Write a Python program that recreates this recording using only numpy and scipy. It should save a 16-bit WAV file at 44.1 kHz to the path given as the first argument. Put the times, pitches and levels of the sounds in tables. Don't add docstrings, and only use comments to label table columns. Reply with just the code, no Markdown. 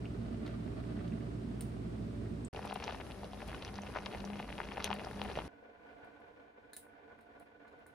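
import sys
import numpy as np
from scipy import signal
from scipy.fft import rfft, irfft
from scipy.io import wavfile
from scipy.ndimage import uniform_filter1d

SR = 44100
rng = np.random.default_rng(int(sys.argv[2]) if len(sys.argv) > 2 else 0)


def wav_out(sig):
    wavfile.write(sys.argv[1], SR, np.round(np.clip(np.atleast_2d(sig).T, -1, 1) * 32767).astype(np.int16))


N = 350149
T = np.arange(N) / SR
BESIDE_END_S, ABOVE_START_S, ABOVE_END_S = 2.486, 2.528, 5.482

# (frequency [Hz], level [dB])
BESIDE_IMAGE = [(60, -8), (200, -16), (400, -2.5), (700, 2.5), (2400, 0.5), (15000, -4)]
BESIDE_PAN = [(60, -4), (200, -3), (380, -5.5), (700, -4), (2400, 0), (15000, -1.5)]
ABOVE_IMAGE = [(60, -15), (200, -12), (700, -3.5), (1300, -8), (4400, 2), (15000, -4.5)]
ABOVE_PAN = [(60, -0.5), (300, 0.5), (700, 5.5), (3000, -1.5), (15000, 0)]
FAR_IMAGE = [(60, -32), (110, -4), (200, -10), (380, -11), (700, 3), (1290, -1), (2380, 2.5), (4400, -0.5),
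             (8120, -5), (15000, 2)]
FAR_PAN = [(60, -0.5), (110, -5), (200, -8.5), (380, -3), (700, -3.5), (1290, -0.5), (2380, 0.5),
           (4400, -2.5), (8120, -1), (15000, 1)]
# (frequency [Hz], phase [rad])
ABOVE_LEAD = [(20, 0), (2330, .25), (3190, 1.3), (4050, .2), (5250, .4), (6290, -1.1)]

# (frequency [Hz], level [dB])
HUM_PARTIALS = [(59.2, -50), (118.4, -48)]
# (frequency [Hz], level [dB])
WALL_SPECTRUM = [(15, -43), (25, -32), (49, -6.5), (145, -1.5), (223, 0.5), (416, -11.5), (503, -20),
                 (591, -41), (734, -30), (1160, -31.5), (6740, -48), (9320, -41.5), (12200, -65),
                 (14800, -44), (16000, -64)]
WALL_TILT = [(30, 3), (60, -.5), (120, 2.5), (250, -.5), (600, 8), (1200, 5), (5000, 6.5), (16000, -5)]
RUB_SPECTRUM = [(300, -14), (650, 18), (850, -1.5), (1300, 4), (2000, -3.5), (4500, -11), (10000, -52)]
# (frequency [Hz], width [Hz], level [dB])
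WALL_MODES = [(81, 15, -3), (106.3, 5.1, -0.5), (170, 6.2, 1.5), (226.2, 31.6, 5), (291.7, 12, -0.5),
              (367, 20, -7.5), (406.5, 2.4, -12), (579, 8.1, -12.5), (667, 34, -14.5)]
RUB_MODES = [(1190, 35, 0), (1400, 30, -5), (1510, 30, -4), (1785, 30, -3), (1990, 45, -2), (2312, 25, -5),
             (2785, 30, -4), (2920, 35, -4), (3270, 35, -5), (3950, 50, -4), (4328, 15, -2), (4510, 25, -6)]
# (time [s], duration [s], rise in level [dB])
PUSHES = [(0.47, 0.23, 4.5), (0.682, 0.054, 2), (0.974, 0.41, 6)]
# (time [s], level [dB], centre [Hz], width [Hz])
STRAND_TICKS = [(.054, -43, 2650, 503), (.463, -45.5, 4040, 1500), (.466, -43, 1600, 1700),
                (.478, -44, 1700, 1600), (.51, -50, 1800, 1500), (.676, -46, 650, 300),
                (.678, -51, 1900, 1200), (.838, -51.5, 2050, 700), (.991, -48, 1970, 700),
                (1.078, -51, 2400, 3500), (1.12, -48.5, 2270, 800), (1.206, -51, 1800, 900),
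                (1.608, -36.5, 9200, 990), (1.6085, -46, 3200, 2500), (1.609, -45, 14600, 1800),
                (1.622, -48, 7000, 7000), (2.258, -49, 1690, 900), (2.448, -43, 8000, 980)]

# (time [s], level [dB])
BOIL_LEVEL = [(2.54, -51), (2.81, -50), (2.9, -46), (2.98, -57), (3.17, -60), (3.3, -58), (3.45, -55.5),
              (3.54, -52), (3.72, -57), (3.91, -54), (3.97, -47), (4.02, -53.5), (4.12, -51.5),
              (4.2, -55.5), (4.36, -54), (4.46, -57), (4.56, -54.5), (4.62, -51), (4.7, -53), (4.88, -45.5),
              (5.03, -52), (5.15, -53.5), (5.37, -47.5), (5.47, -57)]
BOOM_LEVEL = [(2.54, -61), (2.66, -49.5), (2.92, -65), (2.99, -56), (3.11, -58), (3.18, -50.5),
              (3.62, -59.5), (3.71, -49.5), (4.06, -56), (4.07, -46.5), (4.38, -51.5), (4.45, -59),
              (4.73, -52.5), (4.77, -64), (4.8, -50.5), (4.94, -45.5), (5.13, -57), (5.26, -42.5),
              (5.31, -54.5), (5.47, -60)]
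# (frequency [Hz], level [dB])
CHURN_SPECTRUM = [(25, -38.5), (55, 9), (120, -1), (250, -1), (400, -6), (750, -13.5), (1200, -17),
                  (3000, -28), (6000, -34), (7800, -39), (10500, -30), (13000, -46), (16000, -69.5)]
# (frequency [Hz], width [Hz], level [dB])
BOOM_MODES = [(202, 8.5, 2.5), (593.4, 6.6, -11.5), (743, 98, -8.5)]
STANDING_WAVES = [(593, 32, -3), (770, 60, -6), (845, 35, -10), (1045, 25, -10), (1220, 45, -6),
                  (1351, 38, -7), (1481, 27, -2), (1699, 50, -10), (2025, 60, -8), (2538, 35, -3),
                  (2863, 38, -5), (3170, 90, -8), (3700, 20, -8), (4044, 40, -8), (5300, 120, -7),
                  (6200, 300, -4)]
# (time [s], level [dB], centre [Hz], width [Hz])
SPITS = [(2.655, -42.5, 9900, 4000), (2.7395, -37, 9800, 3000), (2.8405, -35, 5500, 1100),
         (3.478, -42.5, 9500, 3500), (3.6486, -38, 5000, 1300), (3.819, -39.5, 6100, 700),
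         (4.0599, -38, 4900, 900), (4.2512, -36.5, 5350, 900), (4.8428, -25, 6280, 401),
         (4.8431, -26.5, 9950, 1900), (4.94, -40, 9400, 3500), (5.0485, -41, 4870, 1100),
         (5.112, -51, 10000, 4000), (5.238, -44, 10000, 4000)]
# (time [s], duration [s], level [dB], pitch [Hz])
FOAM_PATCHES = [(2.68, 0.069, -59, 3070), (2.756, 0.026, -58, 2660), (2.825, 0.083, -62, 3000),
                (2.901, 0.054, -60, 3170), (3.403, 0.013, -60, 2970), (3.493, 0.034, -66, 2880),
                (3.537, 0.041, -62, 1900), (3.564, .035, -70, 3100), (3.675, 0.041, -56.5, 3120),
                (3.766, 0.012, -58, 4770), (3.779, 0.036, -58, 2200), (3.874, 0.036, -57.5, 2530),
                (4.14, 0.043, -61, 2540), (4.396, 0.024, -54, 2380), (4.5, 0.02, -56, 2480),
                (4.857, 0.039, -50, 3100), (5.269, 0.076, -63, 2900), (5.375, 0.061, -64, 3240)]
# (time [s], level [dB], pitch [Hz])
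GULPS = [(2.548, -35, 450), (2.567, -36, 420), (2.761, -34, 460), (2.898, -37, 470), (2.925, -38, 440),
         (3.001, -39, 440), (3.66, -38, 480), (3.89, -32, 490), (3.962, -34, 480), (3.988, -37, 450),
         (4.149, -36, 450), (4.258, -36, 520), (4.394, -37, 430), (4.588, -38, 470), (4.637, -38, 420),
         (4.844, -37, 470), (4.895, -37, 460), (5.07, -36, 440), (5.217, -34, 460), (5.299, -37, 470),
         (5.313, -37, 420), (5.357, -37, 450), (5.373, -38, 490), (5.388, -37, 510)]
# (time [s], cavity level [dB], cavity pitch [Hz], snap level [dB], snap pitch [Hz])
BIG_BUBBLES = [(2.5469, -35, 770, -42, 4000), (2.5628, -44, 1030, -34, 3050), (2.5745, -35, 770, -39, 1650),
               (2.5923, -30, 830, -43, 1800), (2.6278, -39, 1370, -43, 2550), (2.6509, -30, 830, -44, 1500),
               (2.6746, -45, 580, -39, 3050), (2.6995, -42, 580, -33, 3050), (2.7102, -32, 830, -38, 1500),
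               (2.722, -41, 670, -38, 2550), (2.7266, -27, 830, -42, 4000), (2.757, -36, 960, -33, 3050),
               (2.7597, -27, 830, -39, 2800), (2.8005, -50, 720, -34, 2550), (2.8262, -38, 770, -33, 2350),
               (2.8375, -35, 960, -35, 2350), (2.8407, -39, 1470, -29, 4400), (2.8788, -28, 890, -27, 2350),
               (2.8907, -29, 720, -38, 2550), (2.8968, -33, 1470, -39, 4000),
               (2.9084, -35, 1580, -34, 3050), (2.9242, -31, 720, -38, 3050), (2.9458, -35, 960, -40, 2800),
               (2.948, -35, 1030, -38, 1500), (3.0005, -34, 770, -40, 1950), (3.0048, -50, 960, -37, 2150),
               (3.01, -44, 770, -36, 2800), (3.0139, -41, 620, -36, 2150), (3.1028, -37, 670, -44, 2350),
               (3.11, -46, 670, -37, 2550), (3.1192, -44, 620, -37, 3050), (3.2329, -33, 830, -47, 3650),
               (3.2438, -39, 670, -38, 3650), (3.3332, -33, 830, -39, 3050), (3.4047, -43, 1030, -40, 2150),
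               (3.4185, -43, 1030, -36, 2150), (3.4269, -33, 720, -47, 4800), (3.4874, -46, 890, -40, 2550),
               (3.4948, -41, 720, -37, 2800), (3.5058, -39, 1580, -42, 2800),
               (3.5296, -39, 1190, -35, 1800), (3.5453, -35, 1280, -38, 2800),
               (3.5473, -37, 1370, -37, 2800), (3.622, -46, 1190, -38, 3050), (3.624, -39, 620, -31, 3350),
               (3.6486, -35, 1700, -31, 4800), (3.6688, -41, 960, -40, 2800), (3.6784, -40, 890, -36, 2800),
               (3.69, -40, 1580, -41, 2550), (3.7414, -38, 830, -39, 4400), (3.7563, -42, 1470, -36, 4800),
               (3.7817, -44, 1700, -39, 4400), (3.7873, -30, 890, -39, 1500), (3.8346, -42, 830, -39, 2150),
               (3.8671, -47, 1110, -39, 2800), (3.8754, -54, 1700, -40, 2550),
               (3.9511, -39, 890, -36, 1500), (3.9532, -36, 830, -35, 2350), (3.9586, -33, 830, -36, 1800),
               (3.9615, -29, 670, -25, 1500), (3.9713, -27, 770, -33, 1500), (3.9736, -35, 890, -34, 2150),
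               (3.9858, -37, 890, -31, 2350), (4.06, -50, 1190, -26, 3350), (4.0643, -33, 1030, -33, 2550),
               (4.1119, -48, 720, -42, 2150), (4.127, -54, 1700, -37, 2800), (4.1347, -37, 720, -42, 2350),
               (4.1412, -43, 580, -37, 2150), (4.1481, -32, 770, -33, 1950), (4.1554, -39, 720, -39, 2350),
               (4.1734, -41, 1030, -42, 2800), (4.2034, -44, 960, -37, 4000), (4.2419, -33, 770, -42, 1650),
               (4.3015, -38, 770, -40, 2550), (4.3329, -42, 720, -36, 2350), (4.3563, -43, 770, -40, 1950),
               (4.3937, -40, 890, -34, 2550), (4.3985, -45, 830, -34, 2350), (4.4006, -29, 830, -43, 2150),
               (4.4273, -39, 670, -35, 2350), (4.4448, -39, 830, -44, 2350), (4.4868, -40, 960, -41, 1950),
               (4.491, -38, 770, -37, 2150), (4.5025, -37, 670, -35, 2150), (4.5225, -40, 770, -41, 2800),
               (4.5262, -50, 770, -32, 2350), (4.5804, -38, 830, -32, 2800), (4.5875, -34, 830, -38, 2350),
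               (4.6024, -28, 960, -26, 1800), (4.6154, -39, 770, -34, 2150), (4.6388, -45, 890, -38, 2550),
               (4.6533, -37, 1700, -42, 2550), (4.6873, -45, 960, -35, 2350), (4.7198, -37, 890, -32, 2350),
               (4.7595, -45, 580, -39, 2550), (4.7669, -45, 1030, -40, 1650), (4.7717, -35, 830, -31, 2150),
               (4.778, -30, 770, -38, 2550), (4.7802, -26, 720, -48, 2550), (4.8017, -35, 960, -30, 2150),
               (4.8053, -30, 1190, -35, 3650), (4.8245, -34, 1470, -33, 3650),
               (4.8431, -33, 580, -20, 3350), (4.8522, -39, 580, -36, 3050), (4.855, -37, 720, -34, 2800),
               (4.8598, -34, 720, -28, 3050), (4.8761, -33, 890, -30, 2150), (4.9038, -24, 890, -31, 2800),
               (4.9131, -24, 890, -29, 2550), (4.929, -24, 1190, -24, 2800), (4.9869, -42, 580, -39, 2800),
               (4.9951, -38, 830, -32, 2350), (5.0072, -39, 830, -43, 2150), (5.0166, -36, 830, -44, 1500),
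               (5.0363, -36, 1700, -45, 4400), (5.0455, -35, 720, -39, 1950), (5.0485, -44, 720, -35, 4400),
               (5.0702, -30, 770, -54, 4800), (5.1121, -37, 620, -36, 1650), (5.1926, -54, 1700, -39, 2800),
               (5.1961, -35, 1030, -45, 2150), (5.2161, -28, 890, -25, 3050), (5.2483, -41, 830, -36, 2550),
               (5.2533, -35, 830, -38, 1950), (5.2601, -33, 830, -41, 2800), (5.2875, -42, 890, -39, 1800),
               (5.2995, -32, 670, -38, 2550), (5.3136, -36, 890, -38, 2800), (5.3543, -38, 580, -31, 2550),
               (5.3737, -23, 670, -43, 3650), (5.3785, -54, 1700, -36, 2800), (5.3882, -26, 830, -33, 3050),
               (5.3916, -33, 890, -35, 2800), (5.4015, -34, 670, -37, 2800)]

# (time [s], level [dB])
SIMMER_LEVEL = [(5.52, -59.5), (5.66, -60.5), (5.75, -61.5), (5.88, -57), (6.06, -57), (6.22, -59.5),
                (6.39, -59), (6.47, -61.5), (6.56, -65), (6.62, -61), (6.69, -61), (6.82, -62),
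                (6.94, -60.5), (7.01, -62), (7.1, -59), (7.24, -61), (7.4, -58), (7.52, -62.5), (7.65, -60),
                (7.8, -59.5), (7.92, -59)]
# (frequency [Hz], level [dB])
SIMMER_SPECTRUM = [(15, -60), (25, -15.5), (80, -4.5), (170, -12), (256, -11.5), (285, 5), (363, -13.5),
                   (463, -0.5), (516, -9), (560, -9.5), (1020, -17.5), (1230, -34.5), (1480, -11),
                   (1610, -23), (16000, -53.5)]
FAR_POP_SPECTRUM = [(250, -20), (500, 2.5), (1000, -2), (1250, -7.5), (1600, -5), (2300, -10),
                    (3500, -17.5), (8000, -45.5)]
# (frequency [Hz], width [Hz], level [dB])
SIMMER_MODES = [(226.5, 4.5, -4), (295, 8, -7), (400.6, 11, -7), (472, 33, 2), (560, 11, -7), (696, 16, 0),
                (745, 12, -7), (865, 12, -12.5), (934, 11, -11.5), (1011, 12, -7.5), (1150, 25, -10),
                (1483, 57, 0.5), (1720, 40, -10), (2077, 30, -13.5), (2367, 77, -11.5)]
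# (time [s], level [dB], cavity pitch [Hz])
KNOCKS = [(5.624, -45, 480), (5.683, -49.5, 458), (5.794, -52, 660), (5.859, -52, 1000), (5.918, -55, 700),
          (5.992, -53, 1400), (6.015, -53, 1500), (6.038, -54, 1900), (6.053, -51, 800),
          (6.071, -49.5, 690), (6.103, -55, 1500), (6.122, -56, 1100), (6.198, -49, 700), (6.238, -58, 480),
          (6.388, -52, 480), (6.581, -52.5, 493), (6.864, -50.5, 1450), (6.936, -53, 1430),
          (7.069, -52, 480), (7.108, -49, 1380), (7.128, -55, 900), (7.188, -53, 1450), (7.288, -52, 480),
          (7.374, -54, 1000), (7.408, -50, 605), (7.6, -54, 1500), (7.648, -50.5, 1490), (7.733, -51, 700),
          (7.86, -51, 1500)]
# (time [s], cap level [dB], glass level [dB])
CAP_TOUCHES = [(6.047, -69, -82), (6.203, -73, -86), (6.7328, -42.5, -45), (6.7655, -34, -54),
               (6.769, -44, -59), (7.187, -72, -76), (7.209, -63.5, -69), (7.398, -56.5, -72),
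               (7.679, -70, -64), (7.725, -80, -69), (7.79, -73, -80), (7.866, -53.5, -69)]
# (frequency [Hz], level [dB])
SCRAPE_SPECTRUM = [(1500, -21), (4000, -7.5), (5700, -15), (7500, -8), (8600, -0.5), (9600, 2), (10700, 1),
                   (12400, -17), (13500, -3), (15200, -6), (16000, -20)]
# (frequency [Hz], level [dB], t60 [s])
CAP_MODES = [(8220, -29, .1), (8630, -28, .1), (9078, -28, .14), (10299, -31, .2), (10377, -25, .18),
             (10449, -30, .16), (10633, -28, .16), (13500, -25, .08), (13900, -28, .11), (14600, -25, .09),
             (15490, -27, .1)]
NECK_MODES = [(1620, -9, .05), (1733, -8, .07), (2030, -18, .1), (2400, -21, .1), (3560, -19, .06),
              (3795, -19, .2), (3940, -16, .1), (4050, -17, .14), (4170, -18, .12), (4380, -18, .11),
              (4856, -25, .14), (5170, -24, .1), (6600, -17, .04), (7150, -21, .1)]


def undb(db):
    return 10 ** (np.asarray(db) / 20)


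def unit(x):
    return x / np.sqrt(np.mean(x ** 2))


def curve(rows):
    return np.interp(T, *np.transpose(rows))


def freqs(size=N):
    return np.arange(size // 2 + 1) * SR / size


def slope(points, f=freqs()):
    hz, db = np.transpose(points)
    return undb(np.interp(np.log(f + 1), np.log(hz), db))


def peaks(modes, f=freqs()):
    return np.sqrt(sum(undb(2 * db) / width / (1 + 2 * ((f - hz) / width) ** 2) ** 2
                       for hz, width, db in modes))


def noise(gain, image, pan):
    mid, side = rfft(rng.standard_normal((2, N))) * gain
    side, lean = side * slope(image), np.sqrt(slope(pan))
    out = irfft(np.array([(mid + side) * lean, (mid - side) / lean]), N)
    return out / np.std(out.mean(0))


def wander(rate_hz):
    hold = int(SR / rate_hz)
    steps = np.repeat(rng.standard_normal(N // hold + 1), hold)
    return unit(uniform_filter1d(uniform_filter1d(steps, hold), hold)[:N])


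def window(start, end):
    return np.clip(np.minimum(T - start, end - T) / .003, 0, 1)


def add(out, s, sound):
    i = max(int(s * SR), 0)
    out[..., i:i + sound.shape[-1]] += sound[..., :max(N - i, 0)]


def impact(gain_at, decay_s, tail_db, tail_t60):
    t = T[:16384]
    coloured = unit(irfft(rfft(rng.standard_normal((3, len(t)))) * gain_at(freqs(len(t)))))
    crack = coloured[0] * np.exp(-t / decay_s)
    crack *= np.sqrt(decay_s * SR / 2 / np.sum(crack ** 2))
    tail = coloured[1:] * undb(tail_db - 60 * t / tail_t60)
    return (np.array([crack, np.roll(crack, 1)]) + tail) / 2


def ticks(rows, decay_s, tail_db, tail_t60):
    out = np.zeros((2, N))
    for s, db, hz, width in rows:
        add(out, s, undb(db) * impact(lambda f: peaks([(hz, width, 0)], f), decay_s, tail_db, tail_t60))
    return out


def struck(modes):
    t = T[:SR // 2]
    return sum(undb(db - 60 * t / t60) * np.sin(2 * np.pi * hz * t + rng.uniform(-1.5, 1, (2, 1)))
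               for hz, db, t60 in modes)


def between_ears(x, lead):
    hz, radians = np.transpose(lead)
    turn = np.interp(np.log(freqs() + 1), np.log(hz), radians)
    return irfft(rfft(x) * np.exp(1j * turn * np.array([[.5], [-.5]])), N)


def in_pot(x, echo_db, echo_t60, room_db, room_t60):
    t = T[:13000]
    echoes, room = (rng.standard_normal((2, len(t))) * undb(-60 * t / t60) * (t > .0005)
                    for t60 in (echo_t60, room_t60))
    ring = sum(undb(db) * 2 * np.pi * width / SR * np.cos(2 * np.pi * hz * t)
               * np.exp(-np.pi * width * t) for hz, width, db in STANDING_WAVES)
    response = ring + (undb(echo_db) * unit(echoes) + undb(room_db) * unit(room)) / np.sqrt(len(t))
    return x + signal.fftconvolve(x, response, axes=1)[:, :N]


def hob_hum():
    return sum(undb(db) * np.sqrt(2) * np.sin(2 * np.pi * (hz * T + rng.random()))
               for hz, db in HUM_PARTIALS)


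def wall_rumble(push_db):
    body = noise(slope(WALL_SPECTRUM) * slope(WALL_TILT), BESIDE_IMAGE, BESIDE_PAN)
    ring = noise(peaks(WALL_MODES), BESIDE_IMAGE, BESIDE_PAN)
    return undb(-46) * body + undb(-44.5 + .16 * push_db) * ring


def patter(count, size_db, smear_s):
    at = rng.integers(0, N, count)
    pulse_db = size_db * np.minimum(rng.exponential(size=count), 3)
    energy = np.bincount(at, undb(2 * pulse_db), N)
    for seconds in (smear_s, smear_s / 4):
        energy = signal.lfilter([1], [1, -np.exp(-1 / (seconds * SR))], energy)
    return unit(np.sqrt(energy))


def distant_simmer():
    wash = undb(-5) * noise(slope(SIMMER_SPECTRUM), FAR_IMAGE, FAR_PAN)
    ring = undb(-4.5) * noise(peaks(SIMMER_MODES), FAR_IMAGE, FAR_PAN)
    pops = undb(-9.5) * noise(slope(FAR_POP_SPECTRUM), FAR_IMAGE, FAR_PAN)
    flicker = patter(count=1300, size_db=2, smear_s=.009)
    return (wash + (ring + pops) * flicker) * undb(curve(SIMMER_LEVEL))


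def distant_knocks():
    out = np.zeros((2, N))
    for s, db, hz in KNOCKS:
        def colour(f):
            return (peaks(SIMMER_MODES, f) + peaks([(1500, 1500, -9.5)], f)) * peaks([(hz, hz, 0)], f)
        knock = impact(colour, decay_s=.012, tail_db=-10.5, tail_t60=.27)
        soft_attack = np.minimum(T[:knock.shape[1]] / .0015, 1) ** 2
        add(out, s, undb(db + 1) * knock * soft_attack)
    return out


def churning_water():
    churn = noise(slope(CHURN_SPECTRUM), ABOVE_IMAGE, ABOVE_PAN) * undb(-49 + 1.2 * wander(25.37))
    boom = noise(peaks(BOOM_MODES), ABOVE_IMAGE, ABOVE_PAN) * undb(curve(BOOM_LEVEL))
    return churn + boom


def rubbing_strands(push_db, softening_db_per_s=1.8):
    modes = peaks(RUB_MODES)
    pot_colour = 1 + undb(3) * modes / modes.max()
    friction = noise(pot_colour * slope(RUB_SPECTRUM), BESIDE_IMAGE, BESIDE_PAN)
    jerks = patter(count=1500, size_db=2.9, smear_s=.004)
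    return friction * undb(-62 - softening_db_per_s * T + push_db) * jerks


def bottle_cap():
    out = np.zeros((2, N))
    for s, cap_db, glass_db in CAP_TOUCHES:
        scrape = impact(lambda f: slope(SCRAPE_SPECTRUM, f), decay_s=.0026, tail_db=-12, tail_t60=.23)
        add(out, s, undb(cap_db) * (scrape + struck(CAP_MODES)[:, :scrape.shape[1]]))
        add(out, s, undb(glass_db) * struck(NECK_MODES))
    return out


def foam(bursts_per_s, octaves, cycles):
    out, t = np.zeros((2, N)), T[:400]
    for s, length, db, hz in FOAM_PATCHES:
        patch = np.zeros((2, SR // 4))
        for when, height, size, left in rng.random((120, 4))[:int(bursts_per_s * length) + 1]:
            turns = hz * 2 ** (octaves * (2 * height - 1)) * t
            ring = np.sin(2 * np.pi * turns) * np.exp(-turns / cycles)
            add(patch, when * length, size ** 2 * np.sqrt([[.5 + left], [1.5 - left]]) * ring)
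        add(out, s - length / 2, patch * undb(db) * np.sqrt(2 * length * SR / np.sum(patch ** 2)))
    return out


def submerged_bubbles(count, pitch_hz, octaves, cycles, size_db):
    out, t = np.zeros((2, N)), T[:1300]
    for when, height, size, left in rng.random((count, 4)):
        hz = pitch_hz * 2 ** (octaves * (height - .5))
        age = t * hz / cycles
        ring = np.sin(2 * np.pi * hz * t * (1 + .014 * age)) * np.exp(-age)
        gain = undb(-size_db * np.sqrt(size)) * np.sqrt([[left], [1 - left]])
        add(out, ABOVE_START_S + when * (ABOVE_END_S - ABOVE_START_S), gain * ring)
    return out


def cavity(hz, cycles=1.45, fall=.6, opening_s=.0004):
    t = T[:700]
    turns = hz * (t + fall * opening_s * (1 - np.exp(-t / opening_s))) / (1 + fall / 4)
    swings = cycles * np.sqrt(800 / hz)
    return np.sin(2 * np.pi * turns) * np.exp(-t * hz / swings) * (1 - np.exp(-8 * turns))


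def film_snap(hz, delay_s):
    turns = hz * np.maximum(T[:700] - delay_s, 0)
    return np.sin(2 * np.pi * turns) * 2 * turns * np.exp(1 - 2 * turns)


def gulps():
    out = np.zeros((2, N))
    for s, db, hz in GULPS:
        add(out, s, undb(db - 4) * cavity(hz, cycles=1.5))
    return out


def bursting_bubbles(rows, pan_db, spread_db):
    out = np.zeros((2, N))
    for s, cavity_db, cavity_hz, snap_db, snap_hz in rows:
        place, tear = rng.random(2)
        lean = undb((pan_db + spread_db * (2 * place - 1)) * np.array([[.5], [-.5]]))
        snap = undb(snap_db) * film_snap(snap_hz, delay_s=.0005 * tear)
        add(out, s, lean * (undb(cavity_db) * cavity(cavity_hz) + snap))
    return out


def small_bubbles(count, pitch_hz, octaves, size_db, snap_db, snap_hz):
    times = rng.uniform(ABOVE_START_S, ABOVE_END_S, count)
    height = np.clip(octaves * rng.standard_normal(count), -.8, 2.2)
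    db = size_db * np.minimum(rng.exponential(size=count), 2.2)
    snap_pitch = snap_hz * 2 ** rng.uniform(-1, 1, count)
    rows = np.transpose([times, db - 1.3 * height, pitch_hz * 2 ** height,
                         db + snap_db + 1.3 * height, snap_pitch])
    out = bursting_bubbles(rows, pan_db=2, spread_db=6)
    return out / np.std(out[:, (T > ABOVE_START_S) & (T < ABOVE_END_S)])


def medium_bubbles(boil_db, count, pitch_hz, octaves, snap_hz):
    chance = rng.random(count)
    size, height, tear, film = rng.standard_normal((count, 4)).T.clip(-1.4, 1.4)
    steam = np.cumsum(undb(boil_db) * window(ABOVE_START_S, ABOVE_END_S))
    at = np.searchsorted(steam, steam[-1] * (np.arange(count) + chance) / count)
    growth_db = .5 * (boil_db[at] - boil_db[at].mean())
    cavity_db = -44 + growth_db + 2 * size
    snap_db = -45 + growth_db + (tear + height) / 2
    rows = np.transpose([at / SR, cavity_db, pitch_hz * 2 ** (octaves * height),
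                         snap_db, snap_hz * 2 ** (.35 * film)])
    return bursting_bubbles(rows, pan_db=5, spread_db=10)


def boiling_surface(wet_top_hz=6450):
    boil_db = curve(BOIL_LEVEL)
    small = small_bubbles(count=1200, pitch_hz=860, octaves=.82, size_db=2.5, snap_db=-3.5, snap_hz=3050)
    submerged = submerged_bubbles(count=520, pitch_hz=2600, octaves=2, cycles=6, size_db=15)
    crowd = undb(boil_db - 2.5) * small + undb(boil_db + 8) * submerged
    medium = medium_bubbles(boil_db, count=70, pitch_hz=780, octaves=.6, snap_hz=2910)
    big = undb(-1.6) * bursting_bubbles(BIG_BUBBLES, pan_db=3, spread_db=3)
    spits = ticks(SPITS, decay_s=.0013, tail_db=-15.5, tail_t60=.087)
    spray = undb(-1.5) * foam(bursts_per_s=1100, octaves=.65, cycles=1.3)
    lowpass = signal.butter(12, wet_top_hz, fs=SR, output="sos")
    bursts = between_ears(signal.sosfilt(lowpass, crowd + medium + big + spray + gulps()), ABOVE_LEAD)
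    return spits + in_pot(bursts, echo_db=-12, echo_t60=.028, room_db=-10.5, room_t60=.08)


def scene():
    push_db = sum(db * np.exp(-(2 * (T - s) / length) ** 2) for s, length, db in PUSHES)
    beside = hob_hum() + wall_rumble(push_db) + rubbing_strands(push_db)
    beside += ticks(STRAND_TICKS, decay_s=.006, tail_db=-16, tail_t60=.31)
    above = churning_water() + boiling_surface()
    across = distant_simmer() + distant_knocks() + bottle_cap()
    return (beside * window(0, BESIDE_END_S) + above * window(ABOVE_START_S, ABOVE_END_S)
            + across * window(ABOVE_END_S, np.inf))


def record(dry):
    return signal.sosfilt(signal.ellip(8, .2, 70, 15900, fs=SR, output="sos"), dry)


dry = scene()
out = record(dry)
wav_out(out)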